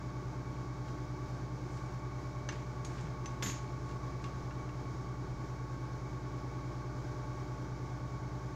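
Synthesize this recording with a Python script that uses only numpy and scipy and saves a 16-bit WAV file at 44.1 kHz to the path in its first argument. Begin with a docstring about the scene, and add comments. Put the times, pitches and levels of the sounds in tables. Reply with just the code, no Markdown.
"""A small fan runs on a repair bench throughout: its blade tone throbs against mains hum, under a
wavering whine and rushing air. Gloved hands lift a circuit board with small knocks, and slide a
steel tool out from under it, tapping the bench (from 2.5 s). The tool drops and bounces with a
short ringing rattle (3.4 s). Then the board is laid down again (4.2 s) and the fan runs on."""
import sys
import numpy as np
from scipy import signal
from scipy.fft import rfft, irfft
from scipy.io import wavfile

SR = 44100
rng = np.random.default_rng(int(sys.argv[2]) if len(sys.argv) > 2 else 0)


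def master_out(mix):
    """Clip the mix to full scale and print it as 16-bit PCM to the path in sys.argv[1]."""
    frames = np.transpose(np.atleast_2d(mix))
    ceiling = np.clip(frames, -1, 1)
    pcm = np.round(ceiling * 32767).astype(np.int16)
    wavfile.write(sys.argv[1], SR, pcm)


N = 377055
TIME = np.arange(N) / SR


def dropped_tool(ring_db=-46.5, fade_db_per_s=110, tilt_db=5.5, dull_db_per_s=170, rise_s=0.0068):
    """The steel tool bounces: each hit clacks and makes it ring, later hits more weakly and dully."""
    # the landing and bounces: start_s, clack_db
    bounces = [(3.4245, -34.5), (3.429, -37), (3.461, -38.5), (3.468, -41), (3.483, -41.5), (3.498, -41.5),
               (3.512, -53)]
    # the notes the steel rings at: pitch_hz, relative_db, decay_s (time to fade by 60 dB)
    steel_notes = [(5604, -14, .22), (6078, -9, .22), (6372, -3, .3), (6516, -4, .28), (6890, 0, .26),
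                   (7176, -3, .26), (10150, -26, .26), (10590, -22, .2), (11730, -11, .19),
                   (12310, -21, .22), (13120, -24, .2), (13240, -21, .22), (15200, -36, .22)]
    out, t = np.zeros(N), np.arange(SR) / SR
    landing_s, strongest_hz = bounces[0][0], steel_notes[4][0]
    for start_s, clack_db in bounces:
        add(out, start_s, amp(clack_db) * clack(t, 1.1, decay_s=0.047, room_db=-12, room_decay_s=0.53))
    for hz, db, decay_s in steel_notes:
        energy = np.zeros(len(t))
        for start_s, _ in bounces:
            late_s = start_s - landing_s
            age = np.maximum(t - late_s, 0)
            bright_db = (tilt_db - dull_db_per_s * late_s) * np.log2(hz / strongest_hz)
            level_db = db + ring_db - fade_db_per_s * late_s + bright_db
            energy += (amp(level_db - 60 * age / decay_s) * (1 - np.exp(-age / rise_s))) ** 2
        flutter = 1 + 0.49 * drift(70)[:len(t)]
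        add(out, landing_s, np.sqrt(2 * energy) * np.sin(2 * np.pi * hz * t) * flutter)
    return out


def tool_taps():
    """The held tool taps the bench and pings; the grip sets the pitch and cuts the ring short."""
    # taps as it is drawn out: start_s, level_db, brightness_db_per_octave, pitch_hz
    taps = [(2.488, -42, -1, 6120), (2.848, -43.5, 8.5, 6560), (3.258, -43, 1, 6100)]
    # notes of the held steel: pitch_multiple, relative_db, decay_s
    held_notes = [(1, -4, .11), (1.17, -24, .12), (1.42, -35, .11)]
    out, t = np.zeros(N), np.arange(SR // 2) / SR
    for start_s, db, tilt_db, pitch_hz in taps:
        ping = sum(amp(note_db) * ring(t, multiple * pitch_hz, decay_s, scatter=0.83, scatter_hz=300)
                   for multiple, note_db, decay_s in held_notes)
        add(out, start_s, amp(db) * (clack(t, tilt_db) + ping))
    return out


def board_knocks():
    """The circuit board clacks on the bench and rings briefly."""
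    # the knocks: start_s, level_db, brightness_db_per_octave
    knocks = [(.883, -56, 4), (1.771, -55, 1), (1.860, -60, 7), (2.489, -36, -2.5), (2.524, -49, 3),
              (3.009, -54, 7), (3.891, -55, 1), (3.911, -55, 4), (4.241, -42, -2.5), (4.508, -50, -6),
              (4.690, -52, -4)]
    # notes of the board: pitch_hz, relative_db, decay_s
    board_notes = [(1655, -5, 0.062), (2164, -13.5, .08), (2770, -13, 0.088)]
    out, t = np.zeros(N), np.arange(SR // 2) / SR
    for start_s, db, tilt_db in knocks:
        ringing = sum(amp(note_db) * ring(t, hz, decay_s) for hz, note_db, decay_s in board_notes)
        add(out, start_s, amp(db) * (clack(t, tilt_db) + ringing))
    return out


def clack(t, tilt_db, decay_s=0.037, room_db=-15, room_decay_s=0.63):
    """A hard hit shakes the bench at once, dies quickly and leaves a faint echo in the room."""
    attack = 1 - np.exp(-(t / .0002) ** 2)
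    fade = np.hypot(amp(-60 * t / decay_s), amp(room_db - 60 * t / room_decay_s))
    return bench_noise(len(t), tilt_db) * attack * fade


def bench_noise(size, tilt_db):
    """The bench top shakes with a short noise; tilt_db makes it brighter or duller per octave."""
    # tone colour of the bench top: pitch_hz, relative_db
    colour = [(150, -8), (600, -7), (1200, 0), (1700, 1), (2800, -3), (5000, -6), (7000, -8), (8500, -21),
              (11000, -35), (15500, -42)]
    hz = np.fft.rfftfreq(size, 1 / SR)
    db = level_at(colour, hz) + tilt_db * np.log2(np.clip(hz, 1200, 10000))
    return unit(irfft(rfft(rng.standard_normal(size)) * amp(db), size))


def ring(t, hz, decay_s, scatter=0.52, scatter_hz=260):
    """One dying note, roughened by echoes off the bench."""
    roughness = 1 + scatter * (drift(scatter_hz) + 1j * drift(scatter_hz))[:len(t)]
    note = (roughness * np.exp(2j * np.pi * (hz * t + rng.random()))).real
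    attack = 1 - np.exp(-t * 1000)
    return unit(note) * attack * amp(-60 * t / decay_s)


def handling(grain_db=3.0):
    """Soft low bumps, and the grainy rubbing of gloves and sliding parts."""
    # bumps of the bench: start_s, pitch_hz, level_db, length_s
    bumps = [(2.98, 157, -48.5, 0.15), (3.426, 190, -45, 0.083), (3.428, 102, -49, 0.11),
             (3.447, 278, -49, 0.071), (5.246, 43.6, -52, .16)]
    # rustles and slides: start_s, length_s, level_db, brightness_db_per_octave
    rubs = [(1.65, 0.25, -72, 13), (2.82, 0.34, -61, -4), (2.84, 0.062, -71, 15), (2.88, 0.2, -71, 8),
            (3.834, 0.11, -71, 8), (4.195, 0.12, -74, 10)]
    out = np.zeros(N)
    for start_s, hz, db, length_s in bumps:
        t = np.arange(round(length_s * SR)) / SR
        add(out, start_s, amp(db) * unit(np.hanning(len(t)) * np.sin(2 * np.pi * hz * t)))
    for start_s, length_s, db, tilt_db in rubs:
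        size = round(length_s * SR)
        grain = amp(grain_db * drift(120)[:size])
        rub = bench_noise(size, tilt_db) * grain * np.sqrt(np.hanning(size))
        add(out, start_s, amp(db) * unit(rub))
    return out


def fan_hum(mains_hz, blade_hz=129.6, blade_db=-45.5, shimmer=0.18):
    """The blade tone and the hum at twice the mains pitch slip in and out of step, so they throb."""
    # hum of the motor iron: mains_multiple, level_db
    hum_notes = [(1, -49), (2, -45.5), (3, -56.5), (4, -66.5), (5, -56), (6, -63), (7, -68), (9, -78),
                 (10, -61), (12, -95), (13, -74.5), (14, -66.5), (15, -65), (17, -84), (19, -79), (20, -78),
                 (25, -74)]
    # weaker steady tones of running machines: pitch_hz, level_db
    steady_tones = [(50.4, -62), (100.2, -76), (150.1, -60), (170.1, -60.5), (210, -64.5), (270, -63.5),
                    (330.3, -84)]
    angle = 2 * np.pi * (TIME - .072)  # blades and hum push together at 0.072 s
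    wobble = 0.066 * drift(0.91)  # the blades run slightly ahead and behind
    out = amp(blade_db) * np.sqrt(2) * np.cos(blade_hz * angle + wobble)
    for multiple, db in hum_notes:
        if multiple <= 2:
            out += amp(db) * np.sqrt(2) * np.cos(multiple * mains_hz * angle)
        else:
            out += amp(db) * tone(multiple * mains_hz) * (1 + shimmer * drift(1.3))
    return out + sum(amp(db) * tone(hz) for hz, db in steady_tones)


def motor_whine(mains_hz, pitch_hz=1105, wander_hz=6.15, flutter=0.47, echo=0.35, echo_s=.045):
    """The whine wavers with the motor's speed and mixes with its echo in the room."""
    # the whine and the side tones the mains adds: offset_in_mains_multiples, level_db
    whine_tones = [(-10, -70.5), (-4, -62.5), (0, -58.5), (1, -68), (6, -72.5)]
    hz = pitch_hz + wander_hz * drift(7)
    out = np.zeros(N)
    for offset, db in whine_tones:
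        lift_db = swell_db() if abs(offset) <= 1 else 0
        out += amp(db + lift_db) * tone(hz + offset * mains_hz) * (1 + flutter * drift(43))
    return (out + echo * np.roll(out, round(echo_s * SR))) / np.sqrt(1 + echo ** 2)


def housing_whistles():
    """Swirling air blows fuzzy whistles in the fan housing."""
    # the whistles: pitch_hz, width_hz, level_db, share_of_swell (0 to 1)
    whistles = [(1140, 2.4, -65, 0.7), (1143, 26, -71.5, 0.6), (1181, 42, -64, 0), (1466, 118, -65.5, 0.05),
                (1569, 33, -70, 0), (2194, 76, -68, .3), (2260, 16, -71.5, 1), (3780, 30, -91.5, 0),
                (4440, 44, -85, 0)]
    hz, out = np.fft.rfftfreq(N, 1 / SR), np.zeros(N)
    swirl = rfft(rng.standard_normal(N))
    for pitch_hz, width_hz, db, share in whistles:
        whistle = irfft(swirl / (1 + 1j * (hz - pitch_hz) / width_hz) ** 2, N)
        out += amp(db + share * swell_db()) * unit(whistle)
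    return out


def swell_db(rise_s=0.44, fall_s=0.82):
    """The whine and whistles grow louder, hold and fall back."""
    # the swells: start_s, time_until_fall_s, lift_db
    swells = [(1.556, 2.93, 3.5), (5.6, 1.1, 2)]
    out = np.zeros(N)
    for start_s, length_s, lift_db in swells:
        age = TIME - start_s
        out += lift_db * np.clip(np.minimum(age / rise_s, 1 - (age - length_s) / fall_s), 0, 1)
    return out


def rushing_air(level_db=-48.5, waver_db=0.55):
    """Rushing air makes the bench and room boom, and echoes off nearby things."""
    # tone colour of the air: pitch_hz, relative_db
    colour = [(22, -5.5), (40, -15), (75, -4.5), (235, -5.5), (290, -0.5), (390, -0.8), (520, -10),
              (860, -8.5), (1010, -12), (1650, -18.5), (2000, -21.5), (2800, -28), (5300, -24.5),
              (6700, -26), (8800, -43.5), (15500, -47.5)]
    # low notes of bench and room: pitch_hz, width_hz, lift_db
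    booms = [(43, 7, 4), (84.4, 6.4, 11.5), (103, 10.7, 9.5), (367, 57, 3.5)]
    # echoes off the bench and its gear: delay_s, gain
    echoes = [(.00146, -0.039), (.00157, 0.11), (.00489, -.08)]
    hz = np.fft.rfftfreq(N, 1 / SR)
    boom_db = sum(lift / (1 + (2 * (hz - pitch) / width) ** 2) for pitch, width, lift in booms)
    echo = sum(gain * np.exp(-2j * np.pi * hz * delay_s) for delay_s, gain in echoes)
    echo /= 1 + (hz / 8000) ** 8  # the echoes lack high treble
    shape = amp(level_at(colour, hz) + boom_db) * (1 + echo)
    loudness = amp(level_db + waver_db * drift(9.3))
    return loudness * unit(irfft(rfft(rng.standard_normal(N)) * shape, N))


def amp(db):
    """Turns decibels into a gain."""
    return 10 ** (np.asarray(db) / 20)


def unit(x):
    """Scales a sound to an average (rms) level of 1."""
    return x / np.sqrt(np.mean(x ** 2) + 1e-20)


def add(mix, start_s, sound):
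    """Mixes a sound in at start_s."""
    part = mix[max(round(start_s * SR), 0):][:len(sound)]
    part += sound[:len(part)]


def level_at(colour, hz):
    """Looks up a tone colour's level in dB at each pitch."""
    pitches, db = np.transpose(colour)
    return np.interp(np.log(hz + 1), np.log(pitches), db)


def drift(rate_hz):
    """Smooth random wandering with a typical size of 1."""
    hz = np.fft.rfftfreq(N // 64, 64 / SR)
    slow = irfft(rfft(rng.standard_normal(N // 64)) * np.exp(-(hz / rate_hz) ** 2) * (hz > 0))
    return unit(np.interp(TIME, np.linspace(0, TIME[-1], len(slow)), slow))


def tone(hz):
    """A pure tone at a steady or changing pitch."""
    return np.sqrt(2) * np.sin(2 * np.pi * (np.cumsum(hz * np.ones(N)) / SR + rng.random()))


def scene(mains_hz=60.03):
    """The running fan and the work on the bench, in one channel."""
    fan = fan_hum(mains_hz) + motor_whine(mains_hz) + housing_whistles() + rushing_air()
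    return (fan + board_knocks() + tool_taps() + dropped_tool() + handling())[None]


def record(dry, cutoff_hz=15750):
    """Cuts off the highest treble."""
    low_pass = signal.firwin(1023, cutoff_hz, window=("kaiser", 9), fs=SR)
    return signal.oaconvolve(dry, low_pass[None], "same")


dry = scene()
out = record(dry)
master_out(out)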